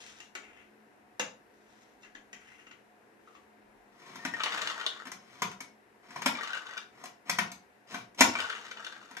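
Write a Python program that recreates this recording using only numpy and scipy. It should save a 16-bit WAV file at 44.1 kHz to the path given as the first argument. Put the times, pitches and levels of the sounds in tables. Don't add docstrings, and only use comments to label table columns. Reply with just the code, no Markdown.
import sys
import numpy as np
from scipy import signal
from scipy.fft import rfft, irfft
from scipy.io import wavfile
from scipy.ndimage import uniform_filter1d, map_coordinates

SR = 44100
rng = np.random.default_rng(int(sys.argv[2]) if len(sys.argv) > 2 else 0)


def pcm_store(signal):
    levels = np.round(np.clip(np.atleast_2d(signal), -1, 1) * 32767)
    wavfile.write(sys.argv[1], SR, levels.astype(np.int16).T)


N = 405719

SLIDE_KNOCKS = [(4.156, -35.5, 8, 1850, -21, "out"), (4.25, -22, 2.5, 1490, -10, "out"),
                (4.337, -31.5, -2.5, 1850, 3, "home"), (5.053, -38, 6, 1840, -8, "out"),
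                (5.069, -35.5, 7.5, 1820, -19, "out"), (5.116, -35.5, 15, 2000, -7, "home"),
                (5.419, -18, 4.5, 980, -10.5, "home"), (5.514, -38.5, 6, 2570, -7, "home"),
                (5.604, -37, 15, 2216, 1.5, "out"), (6.105, -41, 3.5, 1030, -10, "out"),
                (6.159, -30, 0, 1010, 0.5, "home"), (6.218, -28, 7, 1880, -20, "home"),
                (6.259, -14, 9, 1490, -13, "out"), (7.038, -37.5, 12.5, 716, 4, "out"),
                (7.055, -41, 16, 977, -19, "out"), (7.295, -21, 13.5, 1960, -3.5, "home"),
                (7.385, -15.5, 4.5, 2370, -29, "home"), (7.516, -41.5, 18.5, 2190, -1, "out"),
                (7.943, -28.5, 5, 1500, -2, "out"), (8.146, -56.5, 16.5, 875, -11, "out"),
                (8.207, -4.5, 9.5, 1490, -11, "out"), (9.11, -41, 7, 1130, -17, "out"),
                (9.167, -31, 4.5, 1595, -2, "home")]
# start_s, level_db, click_db, note_hz, note_db
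DESK_TAPS = [(0.202, -42, 13, 2830, 6), (0.351, -31.5, 9, 1785, -1.5), (1.195, -20.5, 8, 845, 0.5),
             (2.032, -47.5, -6, 2700, 6), (2.046, -44.5, -3, 1790, 1.5), (2.149, -38.5, 2.5, 1770, 0),
             (2.329, -37.5, 7.5, 1840, -4), (2.597, -50, -17, 2840, 5.5), (2.667, -44, -11, 2770, 3),
             (2.71, -45, -7, 2920, 3.5), (3.274, -53.5, -10, 1250, 13.5), (3.35, -49, -12, 1150, 10)]
# start_s, level_db, click_db, note_hz, note_db
NUT_LANDINGS = [(4.402, -23, -8, 1290, 1), (4.434, -16, 6, 1270, -10), (4.458, -15, 1, 1870, -14),
                (4.521, -34, 12, 1490, -22), (4.576, -21.5, 4.5, 1380, -16), (4.616, -22, 9.5, 1156, -5),
                (4.671, -22.5, 10, 1580, -3), (4.699, -31, 15, 1310, 0), (4.796, -34, 11, 1760, -8),
                (4.811, -30, 12.5, 1440, 4), (4.863, -19, 7, 1160, -11), (6.35, -34, 7, 2330, 8),
                (6.384, -30.5, -8, 1195, 3.5), (6.432, -25, 10.5, 1194, 0.5), (6.445, -37, 4, 1520, -2),
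                (6.472, -34, 15, 1510, 0), (6.503, -28, 5, 1440, 0), (6.532, -25.5, 6, 1540, 2),
                (6.545, -29, 8, 1440, -2), (6.572, -33.5, 11, 1540, 7), (6.666, -38, 14, 1490, 3),
                (6.734, -36.5, 7.5, 1520, 3), (6.768, -34, 5, 1498, 5.5), (6.776, -36, 13, 1486, 0),
                (8.352, -22.5, -11.5, 2310, 4), (8.385, -20.5, 5, 1490, -6), (8.401, -26.5, 13.5, 1450, 0),
                (8.443, -27.5, -4, 1490, 1), (8.499, -22.5, 3, 1424, -9), (8.525, -31.5, 7, 1510, -1),
                (8.558, -34, 4, 1460, -1), (8.711, -30, 9.5, 1490, -2), (8.771, -28, -20, 1510, -10),
                (8.845, -39.5, 16.5, 1510, -5), (8.865, -33, 12, 1510, 3), (8.923, -38.5, 13, 1540, 6)]
# thickest_s, rise_s, fall_s, rattle_db, treble_db
NUT_POURS = [(4.55, 0.183, 0.49, -32, -31), (6.376, 0.026, 0.46, -35.5, -35),
             (8.36, 0.027, 0.39, -32.5, -30), (8.78, 0.026, 0.58, -44.5, -43)]
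# fastest_s, rise_s, fall_s, rub_db, treble_db
SLIDE_STROKES = [(4.07, 0.15, 0.54, -40.5, -33), (5.41, 0.27, .006, -42, -34),
                 (6.17, 0.14, 0.091, -37, -31), (7.03, 0.11, 0.0089, -41, -35.5),
                 (7.29, 0.035, 0.0067, -32.5, -25), (7.915, .045, 0.11, -35, -25.5),
                 (8.19, 0.015, 0.042, -23.5, -11)]
# loudest_s, rise_s, fall_s, rustle_db, treble_db
DESK_SHUFFLES = [(0.005, 0.0082, 0.27, -44.5, -42), (0.426, .015, 0.11, -49, -56),
                 (0.58, 0.1, .1, -50, -58), (1.8, 0.27, 0.16, -58, -56), (2.018, 0.012, .03, -49.5, -47.5),
                 (2.48, 0.12, 0.28, -49, -53.5), (3.37, 0.18, 0.08, -66, -60.5)]
# loudest_s, rise_s, fall_s, level_db
SPRING_SQUEAK = [(4.16, .01, 0.27, -57.5)]

# pitch_hz, width_hz, gain_db
HOUSING_MODES = [(710, 21, 8.5), (980, 97, 1), (1073, 160, 1.5), (1490, 340, -8), (1960, 29, 0.5),
                 (2260, 120, -3), (5400, 65, 11), (6270, 750, 7), (7200, 190, -2.5)]
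# pitch_hz, width_hz, gain_db
CUP_MODES = [(450, 45, -13), (1290, 1100, -27.5), (1510, 39, -4.5), (1950, 200, 0), (2360, 37, 4),
             (2905, 360, 7.5), (3550, 180, 6), (6670, 830, -7.5)]
# pitch_hz, width_hz, gain_db
DESK_MODES = [(215, 59, 9.5), (550, 49, -17), (940, 31, -13), (3040, 1300, -22), (6970, 1200, 7)]
HOUSING_THUD = {"out": (262, -13), "home": (197, -19)}
# pitch_hz, level_db (relative to the landing)
CUP_THUD = (455, -19.5)

# frequency_hz, gain_db
KNOCK_COLOUR = [(24, -52), (40, -5), (254, -2.5), (342, -5), (633, -9), (894, -6), (1200, -12),
                (1500, -6.5), (3300, -10.5), (6750, -16.5), (14500, -18)]
# frequency_hz, gain_db
TAP_COLOUR = [(35, -78), (60, -8), (403, -2), (517, -3.5), (663, -4.5), (870, -4.5), (1090, -4), (2760, -2),
              (3880, -11), (7000, -7.5), (8200, -19.5), (13500, -23.5)]
# frequency_hz, gain_db
NUT_COLOUR = [(35, -51), (60, -25.5), (344, -8), (442, -3.5), (639, -3), (1530, -0.5), (2110, -6.5),
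              (2910, -5.5), (4290, -9.5), (6340, -13.5), (14500, -33.5)]
# frequency_hz, gain_db
RUB_COLOUR = [(59, -50), (100, -12), (212, -0.5), (587, -8.5), (1700, -8.5), (1850, -2), (2180, -2),
              (6570, -32.5), (14500, -34)]
# frequency_hz, gain_db
RUSTLE_COLOUR = [(300, -13.5), (1200, -8.5), (2800, 2), (3600, -2), (4500, -11.5), (6500, -7.5),
                 (9000, -22), (14000, -30)]
# frequency_hz, gain_db
AIR_COLOUR = [(12, -52), (20, -39), (64, -20), (86, -20.5), (123, -27), (167, -34), (214, -11), (246, -6.5),
              (414, -4.5), (577, -10), (739, -5.5), (1360, -21.5), (1740, -13), (3190, -29), (14500, -36)]
# frequency_hz, standard_deviation_db
AIR_FLICKER = [(30, 12), (150, 0.5), (600, 2), (3000, -1)]
# frequency_hz, correlation (-1 to 1)
AIR_LIKENESS = [(60, 0.65), (130, 0.99), (290, 0.51), (630, 0.37), (1390, -0.34), (3050, 0.29),
                (6690, -0.03), (14700, -0.05)]
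# pitch_hz, width_hz, rms_db
FAN_TONES = [(122.2, 36, -81.5), (213.4, 15.5, -72), (365, 22, -96.5), (411, 12, -81.5), (721.7, 39, -72)]

# frequency_hz, t60_s
ROOM_T60 = [(100, 0.84), (260, 0.36), (700, 0.38), (1840, 0.27), (4850, 0.3), (12800, 0.18)]
# frequency_hz, correlation (-1 to 1)
ROOM_LIKENESS = [(100, 0.99), (300, 0.93), (800, 0.095), (2000, 0.061), (10000, 0.18)]
# frequency_hz, gain_db
LEFT_PORT = [(100, 1.5), (300, 1), (700, -1), (1500, 6.5), (3000, 4.5), (8000, 2)]


def dispenser():
    impacts = np.transpose([row[:5] for row in SLIDE_KNOCKS])
    thuds = [HOUSING_THUD[row[5]] for row in SLIDE_KNOCKS]
    tones, knocks = blows(*impacts, thuds, rise_s=0.0016, thud_s=0.015, ring_s=0.0076, click_s=0.0035,
                          note_s=0.0055, ring_db=7.5, grit_db=2.0, snap_db=9.5)
    rub = grains(SLIDE_STROKES, rise_db=17, fall_db=8.5, per_s=2300, spread_db=3.0, grain_s=0.0023)
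    ringing = body(knocks, KNOCK_COLOUR, HOUSING_MODES) + body(rub, RUB_COLOUR, HOUSING_MODES)
    return tones + squeak() + ringing


def squeak():
    tone = rng.standard_normal(N)
    for _ in range(2):
        tone = resonance(tone, hz=1840, width_hz=49)
    return rms_one(tone) * swells(SPRING_SQUEAK, rise_db=9, fall_db=5.0)


def nuts():
    thuds = [CUP_THUD] * len(NUT_LANDINGS)
    tones, hits = blows(*np.transpose(NUT_LANDINGS), thuds, rise_s=0.0024, thud_s=0.0046, ring_s=0.0042,
                        click_s=0.0023, note_s=0.0038, ring_db=1.5, grit_db=6.0, snap_db=8.5)
    rattle = grains(NUT_POURS, rise_db=4, fall_db=14.5, per_s=600, spread_db=4.5, grain_s=0.0013)
    pitched = amp(6.5) * clacks(rattle, low_hz=930, high_hz=2650, sharpness=8.2, count=7)
    return tones + body(hits + rattle + pitched, NUT_COLOUR, CUP_MODES)


def clacks(x, low_hz, high_hz, sharpness, count):
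    dealt = rng.integers(0, count, N // 256 + 1).repeat(256)[:N]
    pitches = np.geomspace(low_hz, high_hz, count)
    return sum(resonance(x * (dealt == k), hz, hz / sharpness) for k, hz in enumerate(pitches))


def desk():
    heaviest = max(row[1] for row in DESK_TAPS)
    thuds = [(501, -13 - 0.89 * (heaviest - row[1])) for row in DESK_TAPS]
    tones, taps = blows(*np.transpose(DESK_TAPS), thuds, rise_s=0.0024, thud_s=0.011, ring_s=0.0052,
                        click_s=0.0016, note_s=0.0025, ring_db=5.5, grit_db=3.5, snap_db=2.5)
    rustle = grains(DESK_SHUFFLES, rise_db=11, fall_db=13.5, per_s=600, spread_db=6.0, grain_s=0.003)
    return tones + body(taps, TAP_COLOUR, DESK_MODES) + coloured(rustle, RUSTLE_COLOUR)


def ventilation():
    knots, samples = np.linspace(0, N, 70), np.arange(N)

    def lumpy(hz):
        flicker_db = at_hz(AIR_FLICKER, hz) * rng.standard_normal(len(knots))
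        return np.interp(samples, knots, amp(at_hz(AIR_COLOUR, hz) + flicker_db))

    total = amp(-62.5) * rms_one(stereo_bands(N, AIR_LIKENESS, lumpy))
    white = rng.standard_normal(N)
    for hz, width_hz, db in FAN_TONES:
        tone = resonance(resonance(white, hz, width_hz), hz, width_hz)
        total = total + amp(db) * rms_one(tone)
    return total


def room(x):
    t = np.arange(SR // 4) / SR
    tail = stereo_bands(len(t), ROOM_LIKENESS, lambda hz: amp(-60 * t / at_hz(ROOM_T60, hz)))
    tail = tail * (1 - np.exp(-t / 0.00033)) * np.exp(-(t / 0.35) ** 4)
    tail = tail / np.sqrt(np.sum(tail ** 2) / 2)
    wet = signal.oaconvolve(x[None], tail, axes=1)[:, :N]
    knots = np.arange(0, N + SR, SR / 70)
    waver = np.interp(np.arange(N), knots, rng.standard_normal(len(knots))) * 0.00012 * SR
    channels = np.arange(2)[:, None] + np.zeros(N)
    moments = np.arange(N) + waver + np.zeros((2, 1))
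    return map_coordinates(wet, [channels, moments], order=1, mode="nearest")


def placed(x, pan_db, left_lag_s):
    late = np.interp(np.arange(N) - left_lag_s * SR, np.arange(N), x)
    return np.array([late * amp(pan_db / 2), x * amp(-pan_db / 2)])


def blows(s, level, click, note_hz, note, thuds, rise_s, thud_s, ring_s, click_s, note_s,
          ring_db, grit_db, snap_db):
    at, t = (s * SR).astype(int), np.arange(SR // 6) / SR
    tones, noise = np.zeros(N + len(t)), np.zeros(N)
    for k, i in enumerate(at):
        thud_hz, thud_db = thuds[k]
        thump = amp(thud_db) * np.exp(-t / thud_s) * np.sin(2 * np.pi * thud_hz * t)
        ping = amp(note[k]) * np.exp(-t / note_s) * np.sin(2 * np.pi * note_hz[k] * t)
        tones[i:i + len(t)] += amp(level[k]) * (thump + ping) * (1 - np.exp(-t / rise_s))
    ring = (302, 3880, level + ring_db, ring_s)
    clicking = (3130, 22000, level + click, click_s)
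    for low_hz, high_hz, burst_db, decay_s in (ring, clicking):
        envelope = np.zeros(N)
        envelope[at] = amp(burst_db)
        for time_s in (decay_s, min(rise_s, decay_s)):
            r = np.exp(-1 / (time_s * SR))
            envelope = signal.lfilter([1], [1, -r], envelope + 1e-18)
        rebounds = amp(grit_db * np.minimum(rng.exponential(1, N // 32 + 1), 3)).repeat(32)[:N]
        grit = rms_one(rng.standard_normal(N) * rebounds)
        burst = (1 - r) * envelope * grit
        burst[at + round(rise_s * SR)] += amp(burst_db + snap_db)
        noise += band(burst, low_hz, high_hz)
    return band(tones[:N], 53, 9000), noise


def grains(table, rise_db, fall_db, per_s, spread_db, grain_s):
    sizes = (rng.random(N) < per_s / SR) * amp(spread_db * np.minimum(rng.exponential(1, N), 3))
    envelope = signal.lfilter([1], [1, -np.exp(-1 / (grain_s * SR))], sizes + 1e-18)
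    contacts = rms_one(envelope * rng.standard_normal(N))
    low_rows = [(*row[:3], row[-2]) for row in table]
    high_rows = [(*row[:3], row[-1]) for row in table]
    low = uniform_filter1d(swells(low_rows, rise_db, fall_db), size=300)
    high = uniform_filter1d(swells(high_rows, rise_db, fall_db), size=300)
    return band(contacts * low, 30, 2520) + band(contacts * high, 3550, 14000)


def swells(table, rise_db, fall_db):
    t = np.arange(N) / SR
    total = np.zeros(N)
    for top, rise, fall, db in table:
        times, levels = [top - rise, top, top + fall], [db - rise_db, db, db - fall_db]
        total += amp(np.interp(t, times, levels, left=-200, right=-200))
    return total


def body(x, colour, modes):
    click = np.eye(1, 4096)[0]
    response = click + sum(amp(db) * resonance(click, hz, width_hz) for hz, width_hz, db in modes)
    return signal.oaconvolve(x, coloured(response, colour))[:N]


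def resonance(x, hz, width_hz):
    r = np.exp(-np.pi * width_hz / SR)
    zeros = np.array([1, 0, -1]) * (1 - r * r) / 2
    poles = [1, -2 * r * np.cos(2 * np.pi * hz / SR), r * r]
    return signal.lfilter(zeros, poles, x + 1e-18)


def coloured(x, points):
    cepstrum = irfft(at_hz(points, np.linspace(0, SR / 2, 4097)) * np.log(10) / 20)
    cepstrum[1:4096] *= 2
    cepstrum[4097:] = 0
    response = irfft(np.exp(rfft(cepstrum)))[:4096]
    return signal.oaconvolve(x, response)[:len(x)]


def stereo_bands(length, likeness, gain):
    mids, sides, edges = 0, 0, 22 * 2 ** np.arange(0, 10, .5)
    white = rng.standard_normal((2, 2, length))
    for k, (low, high) in enumerate(zip(edges, edges[1:])):
        hz = np.sqrt(low * high)
        mid, side = gain(hz) * band(white[k % 2], low, high)
        alike = at_hz(likeness, hz)
        mids = mids + np.sqrt(1 + alike) * mid
        sides = sides + np.sqrt(1 - alike) * side
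    return np.array([mids + sides, mids - sides])


def band(x, low_hz, high_hz):
    return signal.sosfilt(signal.butter(2, [low_hz, high_hz], "band", fs=SR, output="sos"), x)


def at_hz(points, hz):
    points = np.array(points)
    return np.interp(np.log(np.maximum(hz, 1)), np.log(points[:, 0]), points[:, 1])


def amp(db):
    return 10 ** (np.asarray(db) / 20)


def rms_one(x):
    return x / np.sqrt(np.mean(x ** 2) + 1e-20)


def scene():
    machine, food, things = dispenser(), nuts(), desk()
    direct = placed(machine, pan_db=1.0, left_lag_s=0.00013)
    direct = direct + placed(food, pan_db=0.78, left_lag_s=0.00015)
    direct = direct + placed(things, pan_db=0.96, left_lag_s=0.000205)
    wet = amp(-1.5) * room(machine) + amp(-3.0) * room(food) + amp(0.5) * room(things)
    return direct + wet + ventilation()


def record(dry):
    ports = np.array([coloured(dry[0], LEFT_PORT), dry[1]]) * amp(-0.5)
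    rounded = 0.95 * np.tanh(ports / 0.95)
    low_pass = signal.cheby2(12, 60, 15100, fs=SR, output="sos")
    return signal.sosfilt(low_pass, rounded)


dry = scene()
out = record(dry)
pcm_store(out)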